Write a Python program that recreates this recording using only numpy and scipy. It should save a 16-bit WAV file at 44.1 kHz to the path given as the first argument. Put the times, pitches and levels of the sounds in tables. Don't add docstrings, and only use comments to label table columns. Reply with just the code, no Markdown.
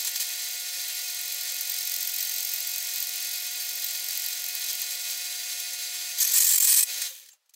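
import sys
import numpy as np
from scipy import signal
from scipy.fft import rfft, irfft, next_fast_len
from scipy.io import wavfile
from scipy.ndimage import uniform_filter1d, map_coordinates

SR = 44100
rng = np.random.default_rng(int(sys.argv[2]) if len(sys.argv) > 2 else 0)


def store_pcm(level_fs):
    pcm = np.round(np.clip(level_fs, -1, 1) * 32767).astype(np.int16)
    wavfile.write(sys.argv[1], SR, np.atleast_2d(pcm).T)


N = 332955
T = np.arange(N) / SR
EDGE_HZ = 15800
LIFT_S, OFF_S, STILL_S = 6.85, 7.07, 7.42
LET_GO_S, BRAKING_POWER, NOISE_POWER = 0.052, 3.0, 2.9
UNPOWERED_DB = -18
GRIP_S, LOOSEN_S = 0.0066, 0.013
BUILD_DB = 4.5


def amp(db):
    return 10 ** (np.asarray(db) / 20)


def unit(x):
    return x / np.sqrt(np.mean(x ** 2) + 1e-20)


def curve(rows):
    rows = np.array(rows, float)
    return np.interp(T, rows[:, 0], rows[:, 1])


def drift(hz):
    size = next_fast_len(N)
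    f = np.fft.rfftfreq(size, 1 / SR)
    spectrum = rfft(rng.standard_normal(size)) * np.exp(-(f / hz) ** 2)
    return unit(irfft(spectrum, size)[:N])


def add(mix, s, sound):
    part = mix[max(round(s * SR), 0):][:len(sound)]
    part += sound[:len(part)]


def ring(x, colour, modes=(), size=8192):
    f = np.fft.rfftfreq(size, 1 / SR)
    hz, colour_db = np.transpose(colour)
    db = np.interp(np.log(f + 1), np.log(hz), colour_db)
    for centre, width, lift in modes:
        db = db + lift * np.exp(-2 * ((f - centre) / width) ** 2)
    gain = amp(db) / np.sqrt(np.mean(amp(db) ** 2 * (f < EDGE_HZ)))
    log_gain = np.log(np.r_[gain, gain[-2:0:-1]])
    response = np.fft.ifft(np.exp(np.conj(signal.hilbert(log_gain)))).real
    return signal.oaconvolve(x, response[:size // 2])[:N]


def ramp(start, length):
    return np.clip((T - start) / length, 0, 1)


def speed():
    return 1 - ramp(OFF_S, STILL_S - OFF_S) ** BRAKING_POWER


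def running(drop_db):
    return amp(drop_db * ramp(OFF_S, LET_GO_S)) * speed() ** NOISE_POWER


# time in seconds, turns a second before braking.
SPINDLE = [(0, 45.6), (.7, 45.55), (1.7, 45.3), (2.7, 45.08), (3.7, 45.35), (4.7, 44.95), (5.3, 44.7),
           (6.2, 44.4)]


def turns():
    return np.cumsum(curve(SPINDLE) * speed()) / SR - 1 / 4


def grip(start, length):
    pressure = amp(BUILD_DB * (ramp(start, length) - 1))
    release = np.exp(-np.clip((T - start - length) / LOOSEN_S, 0, 20))
    return ramp(start, GRIP_S) * pressure * release


# frequency in Hz, relative level in dB.
ROOM_COLOUR = [(24, -37), (40, -1), (61, -34.5), (313, -32), (502, 0), (2990, 1), (4340, 3), (15000, -7.5)]


def room(room_db=-76):
    return amp(room_db) * ring(rng.standard_normal(N), ROOM_COLOUR)


WHINE_HZ = 720.1
# multiple of the basic pitch, rms level in dB before the whine trim.
WHINE = [(1, -61.5), (2, -59.5), (3, -53.5), (4, -64.5)]
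# full-speed frequency in Hz, rms level in dB before the tone trim.
DRIVE_TONES = [(310, -72.5), (353, -76.5), (404, -79), (450, -79.5), (532, -74), (544, -67.5),
               (1618, -67.5), (1794, -79.5), (1821, -62), (1972, -57.5), (1984, -55), (2264, -65.5),
               (2402, -61.5), (2505, -57), (2514, -50), (2704, -70), (2743, -53.5), (3087, -55),
               (3424, -53.5), (3463, -56.5), (3955, -51), (4183, -60), (4321, -63.5), (4636, -61),
               (4675, -47.5), (5352, -50.5), (5395, -55.5), (6259, -50.5)]


def motor(whine_db=1.3, tones_db=-3, waver_hz=3.265, waver_db=2, whine_off_db=-27):
    whine, tones = np.zeros(N), np.zeros(N)
    for k, db in WHINE:
        phase = 2 * np.pi * (k * WHINE_HZ * T + rng.random())
        whine += amp(db + 0.2 * k * drift(40)) * np.sin(phase)
    share = speed()
    for hz, db in DRIVE_TONES:
        pitch = hz * share + waver_hz * hz / 2000 * drift(12.53)
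        phase = 2 * np.pi * (np.cumsum(pitch) / SR + rng.random())
        tones += amp(db + waver_db * drift(12)) * np.sin(phase)
    whine *= amp(whine_db) * running(whine_off_db)
    tones *= amp(tones_db) * running(UNPOWERED_DB)
    return np.sqrt(2) * (whine + tones)


# frequency in Hz, width in Hz, lift in dB.
STEEL = [(451, 32, 8), (529.7, 33.5, 16), (1077, 270, 9), (1540, 230, 9), (1838, 207, 17.5), (1983, 42, 6),
         (2236, 270, 13), (2492, 105, 14.5), (2748, 206, 8), (3074, 212, 8), (3402, 400, 7),
         (4094, 533, 9.5), (4690, 226, 8), (5230, 220, 5.5), (5565, 54, 8), (6140, 425, 4.5),
         (6497, 110, 7.5), (7510, 220, 7.5), (7923, 89, 9.5), (8580, 190, 8.5), (9280, 140, 11.5),
         (9930, 300, 10), (10680, 160, 7.5), (11380, 90, 10.5), (12190, 340, 6), (12900, 140, 11),
         (12800, 130, -3.5), (14290, 230, 4), (15500, 60, 0)]
# frequency in Hz, width in Hz, lift in dB (negative is a cut).
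GAPS = [(383, 44, -7), (553, 17, -18.5), (798, 32, -23.5), (1471, 16, 8), (4850, 170, 3.5)]
# frequency in Hz, relative level in dB.
RATTLE_COLOUR = [(60, -40), (200, -43.5), (280, -35.5), (400, -23), (800, -23), (1300, -20.5),
                 (1750, -19.5), (2600, -13), (4000, -3.5), (7000, 1), (9000, -6), (12000, -5.5),
                 (15700, -3.5)]


def rattle(rattle_db=-33.5, loaded_db=4, belt_hz=34.44, repeating=0.26, buzz=0.2,
           flutter_db=0.99, rough_db=0.65, size=1280):
    laps = np.cumsum(belt_hz * speed() * (1 + 0.001494 * drift(3.064))) / SR
    belt = map_coordinates(rng.standard_normal(size), [laps % 1 * size], order=3, mode="grid-wrap")
    shake = np.sqrt(repeating) * belt + np.sqrt(1 - repeating) * rng.standard_normal(N)
    shake *= 1 + buzz * np.sin(2 * np.pi * WHINE_HZ * T)
    shake *= amp(flutter_db * drift(27) + rough_db * drift(500))
    load = np.max([grip(s, length) for s, length, *_ in DIGS], axis=0)
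    level = amp(rattle_db + loaded_db * load) * running(UNPOWERED_DB)
    return ring(unit(shake) * level, RATTLE_COLOUR, [*STEEL, *GAPS])


# frequency in Hz, relative level in dB.
COAST_COLOUR = [(200, -46), (520, -13), (1050, -17.5), (1500, -12.5), (1900, -16.5), (3600, 0.5),
                (5000, -13), (6000, 4), (11000, -6.5), (13000, 3), (15700, 3)]
# start in seconds, frequency in Hz, level in dB, 60 dB decay in seconds.
PINGS = [(7.305, 6480, -53, 0.11), (7.317, 7330, -48, 0.087), (7.32, 2760, -64, 0.15),
         (7.335, 810, -66, 0.057)]


def coast(tick_db=2.5, whirr_db=-39.5, fade_db_per_s=68):
    ticking = unit(rng.standard_normal(N) * amp(tick_db * drift(250)))
    fade = amp(whirr_db - fade_db_per_s * np.maximum(T - OFF_S, 0))
    level = ramp(LIFT_S, LOOSEN_S) * fade * speed() ** NOISE_POWER
    sound = ring(ticking * level, COAST_COLOUR, STEEL)
    t = T[:SR // 4]
    for s, hz, db, t60 in PINGS:
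        add(sound, s, amp(db - 60 * t / t60) * np.sin(2 * np.pi * hz * t))
    return sound


# frequency in Hz, relative level in dB.
KNOCK_COLOUR = [(100, -35), (500, -19), (1000, -18.5), (2000, -14), (4000, -2), (7000, 7), (10000, -2.5),
                (15000, 4.5)]
# start in seconds, level in dB before the knock trim, length in seconds (peak at a third of it).
KNOCKS = [(0.046, -29.5, 0.018), (0.067, -27.5, 0.024), (.156, -27, 0.012), (0.195, -28, 0.038),
          (6.98, -31, 0.0088), (7.016, -26, 0.012), (7.26, -53, 0.0087), (7.287, -46, 0.0072),
          (7.329, -57, 0.015), (7.458, -73, .01), (7.493, -57.5, 0.0072), (7.505, -65, .005),
          (7.537, -51, 0.011)]


def knocks(knock_db=4):
    blows = np.zeros(N)
    for s, db, length in KNOCKS:
        u = T[:SR // 10] / (length / 3)
        envelope = 2 * u * np.exp(-u)
        add(blows, s, amp(db + knock_db) * envelope * rng.standard_normal(len(u)))
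    return ring(blows, KNOCK_COLOUR, STEEL)


# frequency in Hz, relative level in dB.
SCRAPE_COLOUR = [(60, -63), (1000, -55), (3000, -24), (5500, -1), (8000, -4), (11400, -14.5), (12100, 5),
                 (12600, -9), (13400, 6), (13900, 16), (14800, -18), (15700, 5.5)]
# time in seconds, level in dB before the scrape trim.
SCRAPE = [(0, -38), (.55, -42.5), (1.4, -37.5), (1.7, -34.5), (2.2, -31.5), (2.7, -34.5), (3.1, -38),
          (3.7, -38), (4.25, -34.5), (4.5, -38.5), (5.2, -42.5), (5.45, -62)]
# time in seconds, nominal share of the turn, 0-1.
CONTACT = [(.5, .4), (1.45, .2), (2.2, 0.36), (3.05, 0.2), (3.65, 0.7), (4.05, .33), (5.2, 0)]
# middle in seconds, level in dB before the catch trim.
CATCHES = [(1.699, -31), (1.874, -30), (1.941, -27), (1.964, -31), (2.492, -34), (2.737, -29), (3.003, -27),
           (3.203, -35), (3.845, -26), (4.175, -30), (4.263, -27), (4.55, -29), (4.818, -24), (5.602, -30),
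           (5.735, -26.5)]
RISE, RELEASE = .4, .72
CUP_HZ, CUP_WIDTH_HZ = 14220, 230
CUP_RING_DB, CUP_GROWTH_DB = -2.5, 9


def scrape(grit_db=2.5, uneven_db=1.7, rubbing=0.14, catch_length=0.0019, scrape_db=-0.5, catch_db=1):
    angle = (turns() + .5) % 1 - .5
    touch = np.clip(curve(CONTACT), .05, 1)
    width = touch * np.where(angle < 0, RISE, RELEASE)
    stroke = np.exp(-2 * (angle / width) ** 2)
    force = unit((rubbing + stroke) / np.sqrt(touch) * amp(uneven_db * drift(40)))
    force = force * amp(curve(SCRAPE) + scrape_db) * (T < LIFT_S)
    t = np.arange(-SR // 100, SR // 100) / SR
    for s, db in CATCHES:
        add(force, s + t[0], amp(db + catch_db) * np.exp(-(t / catch_length) ** 2))
    chips = force * unit(rng.standard_normal(N) * amp(grit_db * drift(900)))
    drive = chips * amp(CUP_RING_DB + CUP_GROWTH_DB * (touch - 1))
    cup = ring(drive, [(100, -53.5), (12000, -3)], [(CUP_HZ, CUP_WIDTH_HZ, 28)])
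    return ring(chips, SCRAPE_COLOUR, STEEL) + cup


# frequency in Hz, relative level in dB.
CUT_COLOUR = [(60, -29), (400, -34.5), (900, -23.5), (1700, -21.5), (4000, -8.5), (5500, -1), (7000, 1.5),
              (8200, 2.5), (10500, -3.5), (13000, 2), (14200, 2.5), (15000, 6), (15700, -22)]
# start in seconds, length in seconds,
# tearing at its deepest in dB, central chatter in Hz, mean bite in dB before trims, mean squeal in Hz.
DIGS = [(6.182, .14, -31, 6500, -26, 6420), (6.203, 0.027, -13, 6600, -16.5, 6770),
        (6.336, 0.083, -7.5, 7100, -14, 7180), (6.444, 0.12, -11.5, 7550, -10, 7470),
        (6.58, 0.0063, -28, 7300, -7, 7100), (6.602, .048, -12.5, 7600, -8.5, 7580),
        (6.646, 0.15, -5.5, 8060, -11.5, 9080), (6.807, .028, -14.5, 7900, -7.5, 8230)]
CHATTER_WIDTH_HZ, CHATTER_SWING = 1300, .05


def cut(tear_db=2.0, grit_db=2.0, jerk_db=1.5, throb_db=2, deepest=0.88, chatter_db=-10.0):
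    throb = np.cos(2 * np.pi * (turns() - deepest))
    uneven_db = jerk_db * drift(60) + tear_db * drift(260) + grit_db * drift(1200)
    chips = unit(rng.standard_normal(N) * amp(throb_db * throb + uneven_db))
    holds = np.array([amp(db) * grip(s, length) for s, length, db, *_ in DIGS])
    feed = holds.max(axis=0)
    chatter_hz = np.array([hz for _, _, _, hz, _, _ in DIGS])[holds.argmax(axis=0)]
    pitch = chatter_hz * (1 + CHATTER_SWING * throb)
    spin = np.exp(2j * np.pi * np.cumsum(pitch) / SR)
    lowpass = signal.butter(2, CHATTER_WIDTH_HZ / 2, fs=SR, output="sos")
    band = signal.sosfilt(lowpass, chips / spin)
    chatter = unit((spin * band).real * amp(2 * throb_db * throb))
    return ring(chips * feed, CUT_COLOUR, STEEL) + amp(chatter_db) * chatter * feed


FIRST_BITE_S = .004


def bites(length=0.00416, squeal_db=1, octave_db=2, crunch_db=-3, arch=0.0723, jitter=0.027,
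          uneven_db=3.0, scatter=.025):
    t = np.arange(-SR // 80, SR // 80) / SR
    force = np.exp(-(t / length) ** 2)
    squeals, crunch = np.zeros(N), np.zeros(N)
    for start, held, _, _, bite_db, hz in DIGS:
        for s in start + FIRST_BITE_S + np.arange(0, held, 1 / SPINDLE[-1][1]):
            slip, chips = rng.standard_normal((2, len(t)))
            db = bite_db + uneven_db * rng.standard_normal()
            wander = jitter * unit(uniform_filter1d(slip, size=30))
            pitch = hz * (1 + scatter * rng.standard_normal() + arch * (force - .8) + wander)
            phase = 2 * np.pi * np.cumsum(pitch) / SR
            tone = np.sin(phase) + amp(octave_db) * np.sin(2 * phase)
            add(squeals, s + t[0], amp(db + squeal_db) * force * tone)
            add(crunch, s + t[0], amp(db + crunch_db) * force * chips)
    return ring(squeals, [(100, 0), (16000, 0)], STEEL) + ring(crunch, CUT_COLOUR, STEEL)


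def scene():
    sound = room() + motor() + rattle() + coast() + knocks() + scrape() + cut() + bites()
    return np.array([sound, sound])


def record(dry, threshold_db=-21, squeeze=0.76, recovery_db=400, knee=0.13, lopsided=0.035):
    power_db = 10 * np.log10(abs(uniform_filter1d(dry[0] ** 2, size=130)) + 1e-12)
    fall = T * recovery_db
    peak_db = np.maximum.accumulate(power_db + fall) - fall
    over_db = np.maximum(peak_db - threshold_db, 0)
    held = dry * amp(-squeeze * uniform_filter1d(over_db, size=60))
    bent = held - lopsided * np.maximum(held - knee, 0)
    bent = signal.sosfilt(signal.butter(1, 25, "high", fs=SR, output="sos"), bent)
    lowpass = signal.firwin(701, EDGE_HZ, window=("kaiser", 8), fs=SR)
    return signal.oaconvolve(bent, lowpass[None], "same", axes=1)


dry = scene()
out = record(dry)
store_pcm(out)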